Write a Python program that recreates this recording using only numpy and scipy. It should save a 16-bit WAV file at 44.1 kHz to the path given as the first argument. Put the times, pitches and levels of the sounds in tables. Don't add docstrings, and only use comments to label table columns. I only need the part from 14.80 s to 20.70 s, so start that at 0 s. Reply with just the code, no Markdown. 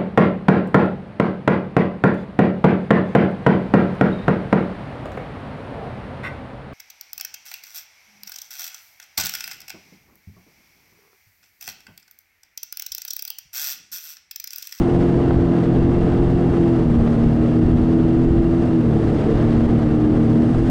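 import sys
import numpy as np
from scipy import signal
from scipy.fft import rfft, irfft
from scipy.io import wavfile
from scipy.ndimage import uniform_filter1d, minimum_filter1d

SR = 44100
rng = np.random.default_rng(int(sys.argv[2]) if len(sys.argv) > 2 else 0)


def inscribe(sig):
    pcm = np.round(np.clip(np.atleast_2d(sig).T, -1, 1) * 32767)
    wavfile.write(sys.argv[1], SR, pcm.astype(np.int16))


N = 260190
T = np.arange(N) / SR

# (time [s], four-stroke cycle rate [Hz])
ENGINE_SPEED = [(0, 43.35), (0.44, 43.28), (0.62, 42.58), (1.03, 42.61), (1.22, 43.4), (1.63, 43.44),
                (1.95, 41.7), (2.21, 38.49), (2.52, 38.9), (2.8, 40.3), (3.35, 41.04), (3.55, 41.86),
                (3.84, 41.75), (3.98, 40.42), (4.14, 36.67), (4.4, 36.35), (4.58, 38.05), (4.88, 39.09),
                (5.13, 38.14), (5.5, 38.6), (5.62, 39.33), (5.76, 41.32), (5.9, 41.6)]
# (order [x cycle rate], base
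# level [dB], flutter [dB])
DRONE_TONES = [(3, -25, 0.96), (4, -24.5, 1.83), (6, -27, 1.0), (8, -24.5, 1.5), (12, -51, 2.5)]
# (frequency [Hz], width [Hz], lift [dB])
HULL_BOOMS = [(235.1, 19.3, 7.5), (246.8, 14, 2.5), (337.7, 20, 1.5), (447.7, 50, 19.5)]
# (time
# [s], gain [dB])
HUM_RIDE = [(0, 1.5), (1.55, -2), (1.95, 3), (2.3, -7.5), (2.85, 2.5), (3.95, 3), (4.25, -9.5), (4.6, -2),
            (4.88, -2), (5.3, 6), (5.7, -2.5)]
# (order [x cycle rate], eased level [dB], cruise level [dB])
BURBLE_TONES = [(2, -32.5, -42), (5, -38.5, -33.5), (7, -37.5, -35), (9, -26.5, -54.5), (10, -42, -41),
                (11, -52.5, -37), (13, -41, -63), (14, -43.5, -44), (15, -43.5, -52), (16, -47, -42),
                (17, -45.5, -45.5), (19, -54.5, -47), (22, -53.5, -52), (24, -55, -54.5),
                (31, -54.5, -58.5)]
# (frequency [Hz], width [Hz], rms level [dB])
CASING_RINGS = [(1220, 190, -55.5), (2750, 160, -58), (4560, 200, -67.5)]
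# (frequency [Hz], relative level [dB])
HULL_EQ = [(40, -33.5), (110, 3.5), (170, -2), (210, 1), (250, 0), (320, 0.5), (375, -4.5), (440, -3),
           (510, -16.5), (700, -33), (3000, -77)]
CHURN_EQ = [(200, -19.5), (450, 2.5), (540, -1), (700, -0.5), (790, -3), (880, -8.5), (1050, -10.5),
            (1250, -12), (1400, -15.5), (1900, -20.5), (2500, -30), (6000, -50), (14000, -85)]
SPRAY_EQ = [(400, -17.5), (1200, 7), (1900, 4.5), (2450, -2), (3200, -1.5), (4200, -8), (5300, -14.5),
            (7000, -22.5), (13000, -59)]
MIST_EQ = [(2500, -24.5), (5000, 2.5), (6800, -2.5), (8500, -1.5), (10200, -9), (11200, -17.5),
           (12000, -18.5), (13000, -33), (14400, -41)]
# (time [s], churn [dB], spray [dB], mist [dB])
WAKE_LEVELS = [(0, -29, -44.5, -59), (0.6, -31, -46.5, -64), (1.8, -31.5, -46.5, -62.2),
               (2.6, -32.5, -46.5, -62.5), (3.5, -34, -47.5, -63), (4.0, -33, -48, -62.7),
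               (4.3, -30.5, -44, -60), (4.65, -29.5, -42.5, -60.5), (5.2, -32, -47, -63),
               (5.9, -31.5, -45.5, -58.5)]
# (centre [s], length [s], lift [dB])
SPRAY_SHEETS = [(.8, 0.21, 2.5), (1.3, 0.46, 1.5), (1.78, 0.32, 2), (2.32, 0.43, 1.5), (2.7, 0.23, 0.5),
                (3.84, 0.2, 2), (4.6, 0.13, 0.5)]
# (time [s], envelope peak [dB])
RIPPLE_HITS = [(0.226, -26), (0.343, -25), (0.509, -23.5), (2.275, -24.5), (3.199, -29), (5.259, -34),
               (5.747, -25)]
# (frequency [Hz], relative level [dB])
WIND_EQ = [(5, -6), (20, -6), (40, -2), (65, -1), (90, -2.5), (130, -11), (250, -14.5), (1000, -52),
           (4000, -89.5)]
# (centre [s], length [s], lift [dB])
WIND_GUSTS = [(.57, 0.19, 7.5), (1.12, 0.49, 7.5), (1.45, 0.29, 6), (2.19, 0.29, 9.5), (2.51, 0.21, 7.5),
              (2.88, 0.54, 8.5), (3.53, 0.38, 8.5), (4.57, .15, 6), (4.85, 0.31, 5.5), (5.79, .15, 9)]
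# (centre [s], length [s], drop [dB])
WIND_LULLS = [(.79, 0.19, 9), (3.96, 0.35, 7), (5.6, 0.58, 6)]


def drone(cycles, flutter_hz=7.7, smear_cycles=0.00094, hum_order=8):
    speed_hz, = curves(ENGINE_SPEED)
    hum_db, = curves(HUM_RIDE)
    out = np.zeros(N)
    for order, base_db, flutter_db in DRONE_TONES:
        boom_db = sum(lift / (1 + (2 * (order * speed_hz - hz) / width) ** 2)
                      for hz, width, lift in HULL_BOOMS)
        level_db = base_db + boom_db + (order == hum_order) * hum_db + flutter_db * wander(flutter_hz)
        out += gain_of(level_db) * partial(cycles + smear_cycles * wander(14), order)
    return out


def burble(cycles, waver_db=1.0, smear_cycles=0.03):
    opening = throttle()
    out = np.zeros(N)
    for order, eased_db, cruise_db in BURBLE_TONES:
        level_db = eased_db + opening * (cruise_db - eased_db) + waver_db * wander(3.5)
        tone = partial(cycles + smear_cycles * wander(9) / order, order)
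        out += gain_of(level_db + churning_db()) * tone
    return out


def clatter(cycles, throttle_db=2.0):
    knocks = noise() * throb(cycles, depth=1.8) * gain_of(throttle_db * (throttle() - 1))
    out = np.zeros(N)
    for hz, width, db in CASING_RINGS:
        pole = np.exp((2j * np.pi * hz - np.pi * width) / SR)
        ring = signal.lfilter([1], np.poly([pole, pole]), knocks).real
        out += gain_of(db) * unit_rms(ring)
    return out


def crank(jitter=0.0015):
    speed_hz, = curves(ENGINE_SPEED)
    return np.cumsum(speed_hz * (1 + jitter * wander(9))) / SR


def throttle(eased_hz=37, cruise_hz=43):
    speed_hz, = curves(ENGINE_SPEED)
    return (speed_hz - eased_hz) / (cruise_hz - eased_hz)


def throb(cycles, depth, sharpness=2.1, cylinders=(1, 0.57, 0.19)):
    bursts = sum(size * np.exp(sharpness ** 2 * (np.cos(2 * np.pi * (cycles - k / len(cylinders))) - 1))
                 for k, size in enumerate(cylinders))
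    return unit_rms(1 + depth * bursts)


def hull_roar(cycles, base_db=-21.5):
    roar = equalised(noise() * throb(cycles, depth=0.58), HULL_EQ)
    return gain_of(base_db + churning_db()) * roar


def churning_db(share=0.43):
    churn_db = curves(WAKE_LEVELS)[0]
    return share * (churn_db - churn_db.mean())


def wake(cycles, spray_trim_db=1.74, mist_trim_db=1.94, drop_gain=0.6):
    churn_db, spray_db, mist_db = curves(WAKE_LEVELS) + swells_db(SPRAY_SHEETS)
    splash_db = unit_rms(wander(22) + 0.54 * wander(86))
    churn = equalised(noise() * throb(cycles, depth=0.24), CHURN_EQ)
    pulsing_hiss = noise() * throb(cycles, depth=0.22)
    spray = equalised(pulsing_hiss + drop_gain * drops(per_s=1800, spread_db=2.5), SPRAY_EQ)
    mist = equalised(noise() + drop_gain * drops(per_s=3400, spread_db=4.0), MIST_EQ)
    return (gain_of(churn_db + 0.9 * splash_db) * churn
            + gain_of(spray_db + spray_trim_db + 1.06 * splash_db) * spray
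            + gain_of(mist_db + mist_trim_db + 0.7 * splash_db) * mist)


def drops(per_s, spread_db):
    sizes = gain_of(spread_db * np.minimum(rng.exponential(1, N), 4))
    return unit_rms(sizes * np.sign(noise()) * (rng.random(N) < per_s / SR))


def slaps(attack_s=0.0025, spray_db=-17.0):
    envelope = np.zeros(N)
    for peak_s, db in RIPPLE_HITS:
        age = np.maximum(T - peak_s + attack_s, 0) / attack_s
        envelope += gain_of(db) * age * np.exp(1 - age)
    churn = equalised(noise(), CHURN_EQ)
    thump = equalised(noise(), HULL_EQ)
    spray = equalised(noise(), SPRAY_EQ)
    return envelope * (churn + thump + gain_of(spray_db) * spray)


def wind(base_db=-25.5, eddy_db=1.5, eddy_hz=23.0):
    level_db = base_db + swells_db(WIND_GUSTS) - swells_db(WIND_LULLS) + eddy_db * wander(eddy_hz)
    return gain_of(level_db) * equalised(noise(), WIND_EQ)


def gain_of(db):
    return 10 ** (np.asarray(db) / 20)


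def unit_rms(x):
    return x / np.sqrt(np.mean(x ** 2) + 1e-20)


def curves(rows):
    times, *columns = np.transpose(rows)
    return [np.interp(T, times, column) for column in columns]


def swells_db(rows):
    return sum(db * np.cos(np.pi * np.clip((T - centre_s) / length_s, -.5, .5)) ** 2
               for centre_s, length_s, db in rows)


def equalised(x, eq):
    hz, db = np.transpose(eq)
    shape_db = np.interp(np.log(np.fft.rfftfreq(N, 1 / SR) + 1), np.log(hz), db)
    return unit_rms(irfft(rfft(x) * gain_of(shape_db), N))


def partial(cycles, order):
    return np.sqrt(2) * np.cos(2 * np.pi * (order * cycles + rng.random()))


def noise():
    return rng.standard_normal(N)


def wander(rate_hz):
    hz = np.fft.rfftfreq(N, 1 / SR)
    band = hz / (hz + rate_hz / 10) / (1 + (hz / rate_hz) ** 4)
    return unit_rms(irfft(rfft(noise()) * band, N))


def scene():
    cycles = crank()
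    engine = drone(cycles) + burble(cycles) + clatter(cycles)
    return (engine + hull_roar(cycles) + wake(cycles) + slaps() + wind())[None]


def record(dry, threshold_db=-6.8, slope=0.8, release_db_per_s=135.0, window_samples=128, top_hz=14400):
    peak_db = 20 * np.log10(abs(dry[0]) + 1e-9)
    duck_db = slope * np.maximum(peak_db - threshold_db, 0)
    release_db = T * release_db_per_s
    gain_db = release_db - np.maximum.accumulate(duck_db + release_db)
    smooth_db = uniform_filter1d(minimum_filter1d(gain_db, window_samples), window_samples)
    low_pass = signal.firwin(511, top_hz, window=("kaiser", 9), fs=SR)
    return signal.oaconvolve(dry * gain_of(smooth_db), low_pass[None], "same")


dry = scene()
out = record(dry)
inscribe(out)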